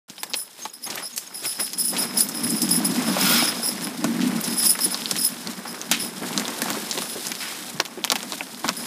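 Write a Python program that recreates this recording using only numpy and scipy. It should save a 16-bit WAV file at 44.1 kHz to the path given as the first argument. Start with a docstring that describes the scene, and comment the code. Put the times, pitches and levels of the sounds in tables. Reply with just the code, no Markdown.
"""A team of draught horses walks past in a snowy field, pulling a wheeled cart with a log in tow.
From the start, strides jerk the harness chains taut, steel links rattle on and hooves crunch crusted snow.
From 2 s the load rumbles over frozen ground; near 3.3 s the log scrapes close by with a thin sizzle.
The chains rattle hardest near 4.7 s. Then rumble and rattle ease off, while hooves and wood thud
and twigs keep snapping under the load."""
import sys
import numpy as np
from scipy import signal
from scipy.fft import rfft, irfft, next_fast_len
from scipy.io import wavfile
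from scipy.ndimage import uniform_filter1d

SR = 44100
rng = np.random.default_rng(int(sys.argv[2]) if len(sys.argv) > 2 else 0)


def dump(signal):
    """Clip the signal to [-1, 1] and save it as 16-bit WAV at the path in sys.argv[1]."""
    limited = np.clip(np.atleast_2d(signal).T, -1, 1)
    pcm = np.round(limited * 32767).astype(np.int16)
    wavfile.write(sys.argv[1], SR, pcm)


N = 390726
TIME = np.arange(N) / SR

# Modes of a steel link. Each row: frequency in Hz, level in dB, t60 in seconds, spread between links in Hz.
LINK_MODES = [(5072, -4, .16, 45), (5185, -5.5, .1, 110), (5545, -10, .14, 35), (8520, -21, .1, 70),
              (10020, 1, .2, 70), (10912, -6.5, .2, 50), (13465, -7.5, .2, 45), (13850, -10, .16, 120)]
# Chain swings. Each row: time in seconds, rattle level in dB, rattle hold in seconds, jerk level in dB,
# low modes re high modes in dB.
CHAIN_SWINGS = [(0.19, -50.5, 0.054, -48, 4), (0.3, -51, 0.017, -37, 0), (0.36, -33, 0.055, -48, -6.5),
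                (0.738, -44.5, 0.011, -37, 0.5), (0.84, -39, 0.026, -29.5, -1), (1.03, -39, .035, -43, 5),
                (1.35, -37, 0.035, -46, -2), (1.459, -33, 0.06, -23, -2.5), (1.602, -32, 0.042, -22, -2.5),
                (1.788, -26, 0.035, -28, -4), (1.85, -28, 0.056, -40, -7), (1.984, -29.5, .05, -27, -0.5),
                (2.174, -25, .01, -24, -3), (2.209, -26, 0.0082, -11.5, -6.5), (2.351, -36, 0.052, -49, 0),
                (2.437, -33.5, 0.152, -23.5, -3.5), (2.619, -30, 0.019, -36, -0.5),
                (2.712, -25, 0.057, -18, -3), (2.852, -27, 0.0166, -27, -5.5), (3.05, -37.5, 0.085, -51, 2),
                (3.21, -32, .29, -33, 4.5), (3.632, -28.5, .06, -39, 0), (3.83, -38, .028, -42, 1),
                (4.44, -37, 0.23, -32, 0), (4.585, -25.5, .1, -27, -2), (4.66, -24, .02, -21, -4),
                (4.693, -17, 0.015, -27, -7), (4.81, -27.5, 0.018, -20, -1), (4.835, -23.5, .008, -21, -5),
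                (4.914, -33, 0.0118, -30, -2), (5.188, -28.5, 0.058, -29, -2.5),
                (5.249, -23, 0.015, -18, -5), (5.68, -43, 0.032, -35, 4), (5.998, -35, 0.0672, -30, -0.5),
                (7.02, -44, 0.061, -45, -1), (7.095, -40, .04, -34, -2), (7.27, -43, 0.016, -45, 0),
                (7.391, -46, .09, -47, 5), (8.77, -42.5, 0.089, -31.5, 1)]
LOW_MODES_BELOW_HZ = 7000


def from_db(db):
    """Decibels to gain."""
    return 10 ** (np.asarray(db) / 20)


def rms_one(x):
    """Scale to unit power."""
    return x / np.sqrt(np.mean(x ** 2) + 1e-20)


def as_blow(x):
    """Scale a short sound to the energy of 5 ms at unit power."""
    return x / np.sqrt(np.sum(x ** 2) / (.005 * SR) + 1e-20)


def even(x, span_s):
    """Hold short-term power near 1, keeping the fine grain."""
    power = uniform_filter1d(x ** 2, int(span_s * SR))
    power = uniform_filter1d(np.abs(power), int(span_s * SR / 2))
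    return x / np.sqrt(power + np.mean(x ** 2) / 1000)


def gains(rows):
    """Rows of (seconds, dB, ..) to one gain curve per dB column."""
    times_s, *columns = np.transpose(rows)
    return [from_db(np.interp(TIME, times_s, db)) for db in columns]


def add(out, at_s, sound):
    """Mix a sound in at a time."""
    at = max(round(at_s * SR), 0)
    out[at:at + len(sound)] += sound[:N - at]


def swells(events, attack_s, release_s):
    """Power curve of (time s, hold s, dB) events: each rises up to its time, holds, decays."""
    power, t = np.zeros(N), TIME[:SR]
    for at_s, hold_s, db in events:
        shape = np.minimum(t / attack_s, 1) * np.exp(-np.maximum(t - attack_s - hold_s, 0) / release_s)
        add(power, at_s - attack_s, (from_db(db) * shape) ** 2)
    return power


def drift(per_s):
    """Slow random curve, unit RMS."""
    knots = rng.standard_normal(4000)
    return rms_one(np.interp(TIME * per_s, np.arange(len(knots)), knots))


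def grains(per_s, spread_db, size=N):
    """Random tiny impacts: many weak, a few strong."""
    strength = from_db(spread_db * np.minimum(rng.exponential(1, size), 5))
    return (rng.random(size) < per_s / SR) * strength * rng.choice([-1, 1], size)


def colour(x, spectrum):
    """Minimum-phase filter through (Hz, dB) points."""
    hz, db = np.transpose(spectrum)
    size = 2 * next_fast_len(len(x) // 2 + 1024)
    grid_hz = np.maximum(np.fft.rfftfreq(size, 1 / SR), 1)
    magnitude = from_db(np.interp(np.log(grid_hz), np.log(hz), db))
    cepstrum = irfft(np.log(magnitude))
    cepstrum[1:size // 2] *= 2
    cepstrum[size // 2 + 1:] = 0
    return irfft(rfft(x, size) * np.exp(rfft(cepstrum)))[:len(x)]


def low_cut(x, hz):
    """Second-order high-pass."""
    return signal.sosfilt(signal.butter(2, hz, "high", fs=SR, output="sos"), x)


def resonance(x, hz, *widths_hz):
    """Band-passes in series, one per width, unit peak gain."""
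    for width_hz in widths_hz:
        q = hz / min(width_hz, SR / 3)
        x = signal.lfilter(*signal.iirpeak(hz, q, fs=SR), x + 1e-18)
    return x


def ring(clicks, hz, t60_s):
    """Each click starts a decaying sine of its own height."""
    r, w = from_db(-60 / (t60_s * SR)), 2 * np.pi * hz / SR
    return signal.lfilter([0, np.sin(w)], [1, -2 * r * np.cos(w), r * r], clicks + 1e-18)


def field(x, scatter_db=-15, rise_s=.0017, decay_s=.0081):
    """Brush and snow scatter a short, dull tail."""
    t = TIME[:SR // 4]
    tail = resonance(rng.standard_normal(len(t)), 980, 16000)
    tail = tail * np.exp(-t / decay_s) * (1 - np.exp(-t / rise_s))
    tail /= np.sqrt(np.sum(tail ** 2))
    return x + from_db(scatter_db) * signal.oaconvolve(x, tail)[:N]


def with_steps(steady, layer):
    """A horse treads down and the load surges: the layer's gain swells at each step."""
    # Each row: time in seconds, hold in seconds, then rumble, crush and crackle levels in dB.
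    steps = [(0.263, 0.12, -56, -49.5, -50), (0.584, 0.092, -58, -52.5, -42), (0.877, 0.13, -54, -39, -39),
             (1.446, 0.011, -59, -37, -32), (1.602, 0.021, -50, -36, -44), (1.943, 0.1, -34.5, -33.5, -35),
             (2.62, 0.12, -28.5, -55, -54), (3.205, 0.17, -29.5, -47, -27.5), (4.077, 0.089, -28, -41, -60),
             (4.217, 0.17, -27.5, -39, -56), (4.47, 0.075, -35, -48, -37), (4.639, 0.028, -39, -39, -31),
             (4.835, 0.051, -37, -49, -32), (5.464, 0.036, -41.5, -42.5, -42),
             (5.904, 0.17, -35.5, -52, -37.5), (6.24, 0.18, -36.5, -40, -37.5),
             (6.625, 0.15, -38, -38, -37), (6.948, 0.058, -45, -43, -35), (8.655, 0.069, -34, -55, -49)]
    column = ("rumble", "crush", "crackle").index(layer)
    events = [(at_s, hold_s, levels_db[column]) for at_s, hold_s, *levels_db in steps]
    return np.sqrt(steady ** 2 + swells(events, attack_s=.028, release_s=.015))


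def rumble(uneven_db=2.3):
    """Dense bumps on frozen ground shake the load's low resonances; uneven ground varies the level."""
    # Each row: time in seconds, level in dB.
    drag_curve = [(0.25, -60), (0.58, -69), (0.99, -52.5), (1.35, -60.5), (2.02, -37), (2.84, -26),
                  (3.19, -30), (3.62, -37.5), (4.22, -28), (4.7, -40), (5.2, -41), (5.38, -43.5),
                  (5.76, -44), (6.24, -39), (6.8, -43.5), (7.45, -46.5), (7.92, -47), (8.16, -41),
                  (8.51, -46.5), (8.85, -40)]
    # Each row: frequency in Hz, width in Hz, level in dB.
    load_modes = [(188, 25, 3.5), (234.3, 39, 7.5), (300, 40, 0.5)]
    level = with_steps(gains(drag_curve)[0], "rumble")
    out = 0
    for hz, width_hz, db in load_modes:
        bumps = grains(1500, spread_db=2)
        out += from_db(db) * rms_one(resonance(bumps, hz, width_hz, 2.6 * width_hz))
    return level * from_db(1.5 + uneven_db * drift(per_s=22)) * even(out, span_s=.16)


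def clods(per_s=330, t60_cycles=12, count=26):
    """Frozen lumps and sticks knock together, each at its own pitch."""
    pitches_hz = np.geomspace(380, 2300, count) * rng.uniform(.97, 1.03, count)
    return rms_one(sum(ring(grains(per_s / count, spread_db=3.5), hz, t60_cycles / hz) * hz ** .9
                       for hz in pitches_hz))


def ticks(per_s=240, t60_cycles=7, count=14):
    """Dry stalks break singly, each with a very short ring."""
    return rms_one(sum(ring(grains(per_s / count, spread_db=3.6), hz, t60_cycles / hz)
                       for hz in np.geomspace(2800, 11000, count)))


def brush():
    """Under wheels and log, snow packs and stalks break in clumps of fractures over a sliding hiss."""
    # Each row: time in seconds, snow crush in dB, stalk crackle in dB.
    slide_curve = [(0.15, -56, -51.5), (0.3, -54, -57), (0.5, -55, -52.5), (0.8, -56.5, -55),
                   (1.1, -52.5, -47), (1.35, -49, -50), (1.47, -46.5, -39), (1.61, -50.5, -42),
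                   (1.97, -46, -45), (2.12, -37.5, -40), (2.55, -39, -39.5), (3.19, -30.5, -33.5),
                   (3.31, -32, -30.5), (3.64, -37, -38.5), (3.95, -40.5, -41.5), (4.38, -37, -38.5),
                   (5.12, -41, -36.5), (5.29, -43.5, -40.5), (5.65, -41.5, -44), (6.22, -40, -42.5),
                   (6.53, -35.5, -38), (7.2, -42.5, -37), (7.7, -43, -39.5), (7.85, -45, -47),
                   (8.09, -45.5, -49.5), (8.2, -41.5, -39.5), (8.54, -47, -43), (8.85, -41.5, -38.5)]
    # Spectra. Each row: frequency in Hz, density in dB.
    snow_spectrum = [(30, -31), (65, -40), (120, -3), (330, 3.5), (500, 0), (950, 1), (1500, -3),
                     (2200, -4), (4000, -15), (15000, -27)]
    stalk_spectrum = [(100, -83), (700, -42), (1500, 3), (2300, -2), (3600, 5.5), (5000, 3.5), (6500, 2),
                      (9000, 3.5), (12000, 0.5), (15000, -6)]
    crush_gain, crackle_gain = gains(slide_curve)
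    crush_gain = from_db(1.2) * with_steps(crush_gain, "crush")
    crackle_gain = from_db(.5) * with_steps(from_db(2.5) * crackle_gain, "crackle")
    snow = rms_one(grains(2500 * from_db(4.4 * drift(per_s=70)), spread_db=1))
    stalks = rms_one(grains(3000 * from_db(7 * drift(per_s=90)), spread_db=2))
    crush = colour(snow + .5 * rng.standard_normal(N) + .26 * clods(), snow_spectrum)
    crackle = rms_one(colour(stalks + .7 * rng.standard_normal(N), stalk_spectrum)) + .5 * ticks()
    return crush_gain * even(crush, span_s=.3) + crackle_gain * even(crackle, span_s=.33)


def sizzle():
    """Narrow, very high tones swell and fade as the load passes closest."""
    # Each row: time in seconds, level in dB.
    sizzle_curve = [(3.0, -64), (3.12, -47), (3.23, -28), (3.32, -25), (3.42, -37), (3.5, -54), (3.6, -75)]
    # Each row: frequency in Hz, width in Hz, level in dB.
    bands = [(14100, 61, 1), (14400, 110, -3), (15230, 50, -13)]
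    tones = sum(from_db(db) * rms_one(resonance(rng.standard_normal(N), hz, width_hz, 2 * width_hz))
                for hz, width_hz, db in bands)
    return gains(sizzle_curve)[0] * rms_one(tones)


def scrape():
    """Bark catches and slips on the ground; the log rasps."""
    # Each row: time in seconds, level in dB.
    rasp_curve = [(2.85, -70), (3.12, -36), (3.24, -25.5), (3.33, -22.5), (3.42, -25), (3.52, -33),
                  (3.75, -66)]
    # Each row: frequency in Hz, width in Hz, level in dB.
    wood_modes = [(1420, 240, -1.5), (2300, 800, 0), (3300, 900, 1)]
    slips = grains(1500, spread_db=1)
    rasp = sum(from_db(db) * rms_one(resonance(slips, hz, width_hz)) for hz, width_hz, db in wood_modes)
    return gains(rasp_curve)[0] * rms_one(rasp)


def thuds():
    """Heavy, soft blows of hooves and wood on frozen ground shake a low resonance."""
    # Each row: start in seconds, level in dB, pitch in Hz, decay in seconds.
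    blows = [(0.1, -35.5, 201, 0.0054), (2.439, -27, 142, 0.014), (3.427, -16.5, 274, 0.0015),
             (4.041, -16, 226, 0.013), (4.858, -19.5, 320, 0.017), (5.12, -26.5, 200, 0.015),
             (5.472, -24, 252, 0.028), (6.02, -25.5, 245, .02), (6.217, -24.5, 393, 0.025),
             (6.31, -26, 215, 0.016), (6.621, -33, 182, 0.014), (6.765, -23.5, 404, 0.014),
             (6.972, -22, 345, 0.016), (7.155, -24, 345, 0.022), (7.74, -27.5, 173, 0.023),
             (7.802, -23, 343, 0.012), (7.973, -24, 317, 0.019), (8.647, -25, 265, 0.02)]
    out, t = np.zeros(N), TIME[:SR // 5]
    for start_s, db, hz, decay_s in blows:
        push = rng.standard_normal(len(t)) * np.exp(-t / decay_s)
        add(out, start_s, from_db(db - 1) * as_blow(resonance(push, hz, .25 * hz, 10 * hz)))
    return out


def crunches_and_scuffs(rise_s=.00047):
    """Short, dying gritty bursts: low crunches of snow crust and bright scuffs of the harness."""
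    # Each row: start in seconds, level in dB, decay in seconds, pitch in Hz.
    bursts = [(0.868, -34, 0.01, 2450), (0.901, -25, 0.014, 4500), (0.974, -25.5, 0.012, 1870),
              (1.022, -31, 0.014, 880), (1.162, -28.5, 0.037, 7950), (1.451, -24.5, 0.0062, 2460),
              (1.596, -23, 0.007, 1707), (1.965, -22.5, 0.013, 3230), (2.186, -21.5, 0.034, 7500),
              (2.287, -21, 0.0091, 8600), (2.617, -17, 0.012, 8320), (2.690, -18.5, 0.0057, 7495),
              (3.167, -19, 0.012, 670), (4.042, -21, .008, 800), (4.212, -29.5, 0.04, 3250),
              (4.439, -25, 0.016, 6400), (4.646, -26, 0.018, 7500), (4.922, -32, .016, 950),
              (5.156, -20, 0.0027, 1540), (5.472, -20.5, 0.0025, 4160), (5.652, -29.5, .016, 950),
              (5.744, -31.5, .008, 1200), (5.923, -19, 0.035, 2930), (6.432, -27.5, 0.0099, 750),
              (6.657, -29, .008, 1100), (6.683, -25, 0.0095, 1200), (6.752, -29, 0.015, 1040),
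              (7.404, -31, 0.12, 2030), (8.643, -21, 0.012, 990), (8.685, -20, 0.01, 1480)]
    out, t = np.zeros(N), TIME[:SR // 4]
    for start_s, db, decay_s, hz in bursts:
        grit = grains(3000, spread_db=1.5, size=len(t))
        burst = rms_one(resonance(grit, hz, .71 * hz, 9.7 * hz))
        envelope = np.exp(-t / decay_s) * (1 - np.exp(-t / rise_s))
        add(out, start_s, from_db(db) * burst * envelope)
    return out


def twig_ring(force, hz, q, edge_db=-6):
    """A fracture rings at the twig's pitch; some raw force stays as a sharp edge."""
    ringing = as_blow(resonance(force, hz, hz / q, 2 * hz / q))
    return as_blow(ringing + from_db(edge_db) / q * force)


def snaps(crack_s=.00028, splinter_s=.0062, knock_s=.007, stick_width_hz=140):
    """A twig cracks, a few fibres follow, and the wood knocks and rings two octaves below the crack."""
    # Each row: start in seconds, crack level in dB, pitch in Hz, Q, splinters re crack in dB, knock in dB.
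    twigs = [(.099, -20.5, 4070, 0.85, -1, -50), (.9565, -13, 9100, 1.1, -4, -58),
             (.181, -24.5, 3400, 1.9, 0, -44.5), (.233, -8.5, 3700, 0.32, -1, -31),
             (0.3355, -8.5, 4260, 2, -1, -35), (0.3419, -5, 3380, 1.3, -4, -30.5),
             (.653, -16, 3530, 0.71, -1, -25), (1.1785, -8, 8500, .7, 1, -51),
             (1.733, -14.5, 5400, 0.68, 2, -45), (2.505, -11.5, 9000, 2.4, 5, -42),
             (3.424, -10, 3110, 0.9, -10, -21.5), (3.871, -14, 4050, 0.4, -8, -30.5),
             (4.043, -10, 5800, 0.69, -1.5, -24.5), (4.412, -14.5, 13030, 2.5, 4, -38),
             (4.753, -10, 1770, 1.8, 0, -35), (4.79, -12, 4530, 0.56, 4, -25.5),
             (4.9446, -5.5, 4450, 3.9, -4, -29), (5.0578, -5.5, 4170, 3, -13, -48),
             (5.1117, -3.5, 6440, 1, -0.5, -27.5), (5.164, -12.5, 5070, 0.61, 4, -38),
             (5.815, -11, 4660, 1.3, -20, -49), (5.914, -2, 3430, 0.42, 6, -23.5),
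             (6.377, -3.5, 4900, 1.4, -3.5, -26), (6.397, -10.5, 6630, 1, -1, -27),
             (6.4535, -12.5, 3500, 5.7, -3, -41), (6.481, -10.5, 4100, 0.75, -5, -33),
             (6.619, -9.5, 7000, 0.58, 3, -20.5), (6.7035, -7, 7000, 0.62, -12, -26),
             (6.9118, -6, 4900, 1.3, -2, -49), (6.977, -12, 3600, 1.2, -1, -29),
             (6.9875, -10.5, 4840, 0.7, -10, -36), (7.02, -15, 4970, 0.77, -3, -28.5),
             (7.269, -9.5, 7100, 1.4, -4, -35), (7.318, -9, 2180, 0.81, -1.5, -46),
             (7.7993, -6, 1230, 1.7, 2, -20), (7.802, 0.5, 4340, 1.3, -9, -34),
             (7.852, -16, 2900, 0.58, 2, -39), (7.861, -15, 2600, 1, -11, -37.5),
             (8.0412, -4, 3940, 2.4, -9, -27), (8.048, -4.5, 3800, 0.4, -3, -34),
             (8.076, -16, 2270, 0.89, 0, -40), (8.1014, 0.5, 3850, 1.1, -11, -26),
             (8.1185, 0.5, 3100, 0.57, -4, -22), (8.123, -2.5, 3420, 0.35, -17, -22.5),
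             (8.156, -6.5, 3000, 0.65, 1.5, -24.5), (8.23, -13, 4160, 1.4, -13, -34),
             (8.322, -9, 3740, 1.4, -8, -29), (8.3323, -16.5, 3760, 1.2, -7, -31),
             (8.4077, -8.5, 2500, 4.2, -17, -26.5), (8.6805, -11, 4500, 0.68, -8, -28),
             (8.6909, -2, 4300, 1.3, -17, -23)]
    # Each row: frequency in Hz, density in dB.
    knock_spectrum = [(40, -58), (120, -3), (300, 13.5), (900, 13), (1500, 10.5), (2300, 7), (5000, -38),
                      (15000, -43)]
    out, t = np.zeros(N), TIME[:SR // 16]
    for start_s, crack_db, hz, q, splinters_db, knock_db in twigs:
        split = rng.standard_normal(len(t)) * np.exp(-t / crack_s)
        fibres = grains(3000, spread_db=0, size=len(t)) * np.exp(-t / splinter_s)
        crack = twig_ring(as_blow(low_cut(split, 570)), hz, q)
        splinters = from_db(splinters_db) * twig_ring(as_blow(low_cut(fibres, 700)), hz, q)
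        knock = colour(rng.standard_normal(len(t)) * np.exp(-t / knock_s), knock_spectrum)
        stick = resonance(knock, hz / 4, stick_width_hz)
        wood = as_blow(as_blow(knock) + .4 * as_blow(stick))
        add(out, start_s, from_db(crack_db - 15.5) * (crack + splinters) + from_db(knock_db) * wood)
    return out


def squeaks():
    """Harness or rubbed wood slips under load and sings briefly."""
    # Each row: centre in seconds, level in dB, pitch in Hz, half-length in seconds.
    slips = [(0.634, -32, 6430, .04), (0.7, -33, 6730, 0.005), (0.872, -30, 6440, 0.016),
             (1.138, -36, 6600, 0.03), (1.277, -33, 6560, 0.01), (3.326, -27, 1430, 0.073),
             (3.412, -24, 2290, .025)]
    out = np.zeros(N)
    for centre_s, db, hz, half_s in slips:
        swell = np.hanning(int(2 * half_s * SR)) ** 2
        add(out, centre_s - half_s, from_db(db) * swell * np.sin(2 * np.pi * hz * TIME[:len(swell)]))
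    return out


def links(contacts, hz, t60_s, spread_hz, uneven_db=8, count=9):
    """One mode of all links, most alike, a few off size; each contact hits one link at random strength."""
    at = np.flatnonzero(contacts)
    struck_link = rng.integers(0, count, len(at))
    ranks = np.linspace(-1, 1, count)
    out = 0
    for link, detune in enumerate(ranks * np.abs(ranks)):
        hits = at[struck_link == link]
        clicks = np.zeros(len(contacts))
        clicks[hits] = contacts[hits] * from_db(uneven_db * rng.standard_normal(len(hits)))
        out += ring(clicks, hz + spread_hz * detune, t60_s)
    return out


def jerks(run_s=.0084, damping=2):
    """A jerk runs down the chain in a quick flurry; taut links press together and ring briefly."""
    out, t = np.zeros(N), TIME[:SR // 6]
    for at_s, _, _, jerk_db, low_db in CHAIN_SWINGS:
        flurry = grains(5000, spread_db=4, size=len(t)) * np.sin(np.pi * t / run_s) * (t < run_s)
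        for hz, db, t60_s, spread_hz in LINK_MODES:
            gain = from_db(jerk_db + db + low_db * (hz < LOW_MODES_BELOW_HZ))
            add(out, at_s - run_s / 2, gain * as_blow(links(flurry, hz, t60_s / damping, spread_hz)))
    return out


def shaking(low, idle_low_db=6.5):
    """Gain of the low or high link modes: swings over a gentle jingle that favours the low ones."""
    # Each row: time in seconds, level in dB.
    idle_curve = [(0.1, -65.5), (1.3, -56.5), (1.6, -46), (3.5, -45), (4.15, -56.5), (4.7, -43), (5.5, -57),
                  (7.2, -52.5), (7.9, -61.5), (8.85, -57.5)]
    idle = gains(idle_curve)[0] * from_db(idle_low_db * low)
    events = [(at_s, hold_s, db + low_db * low) for at_s, db, hold_s, _, low_db in CHAIN_SWINGS]
    return np.sqrt(idle ** 2 + swells(events, attack_s=.016, release_s=.021))


def chains(peak_contacts_per_s=1100, flurry_db=1.2):
    """Shaken links collide more often and harder, in uneven flurries; each contact scuffs and rings."""
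    # Steel on steel. Each row: frequency in Hz, density in dB.
    scuff_spectrum = [(200, -70), (1500, -43), (3000, 1), (4500, -7), (6500, 1.5), (8200, 8.5), (9500, -3),
                      (11200, 14), (12400, -13), (15000, -6.5)]
    shake, low_shake = shaking(low=False), shaking(low=True)
    contacts = grains(peak_contacts_per_s * np.sqrt(shake / shake.max()), spread_db=1.5)
    jingle = 0
    for hz, db, t60_s, spread_hz in LINK_MODES:
        drive = low_shake if hz < LOW_MODES_BELOW_HZ else shake
        jingle += drive * from_db(db) * even(links(contacts, hz, t60_s, spread_hz), span_s=.07)
    friction = .8 * rms_one(contacts) + rms_one(grains(7000, spread_db=4.5))
    scuff = shake * even(colour(friction, scuff_spectrum), span_s=.053)
    flurry = from_db(flurry_db * drift(per_s=140))
    return flurry * (from_db(.9) * jingle + from_db(-6.5) * scuff)


def scene():
    """Harness, load and ground heard from beside the track."""
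    harness = low_cut(chains() + jerks() + squeaks(), 600)
    ground = rumble() + scrape() + brush() + thuds() + sizzle()
    transients = field(low_cut(snaps() + crunches_and_scuffs(), 150))
    return (harness + ground + transients)[None]


def gain_control(x, threshold_db=-17, slope=.62, release_db_per_s=28, attack_s=.035):
    """Loud moments turn the gain down; it creeps back up."""
    level_db = 10 * np.log10(np.abs(uniform_filter1d(x ** 2, SR // 100)) + 1e-12)
    over_db = np.maximum(level_db - threshold_db, 0)
    release_db = release_db_per_s * TIME
    held_db = np.maximum.accumulate(over_db + release_db) - release_db
    pole = np.exp(-1 / (attack_s * SR))
    return x * from_db(-slope * signal.lfilter([1 - pole], [1, -pole], held_db))


def record(dry, silent_s=.08, fade_s=.006, low_cut_hz=85, high_cut_hz=15250):
    """Brief opening silence, then gain control, clipping, bass cut and a steep top cut."""
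    opened = dry[0] * np.clip((TIME - silent_s) / fade_s, 0, 1)
    clipped = np.clip(gain_control(opened), -1, 1)
    high_cut = signal.ellip(12, .3, 80, high_cut_hz, fs=SR, output="sos")
    return signal.sosfilt(high_cut, low_cut(clipped, low_cut_hz))[None]


dry = scene()
out = record(dry)
dump(out)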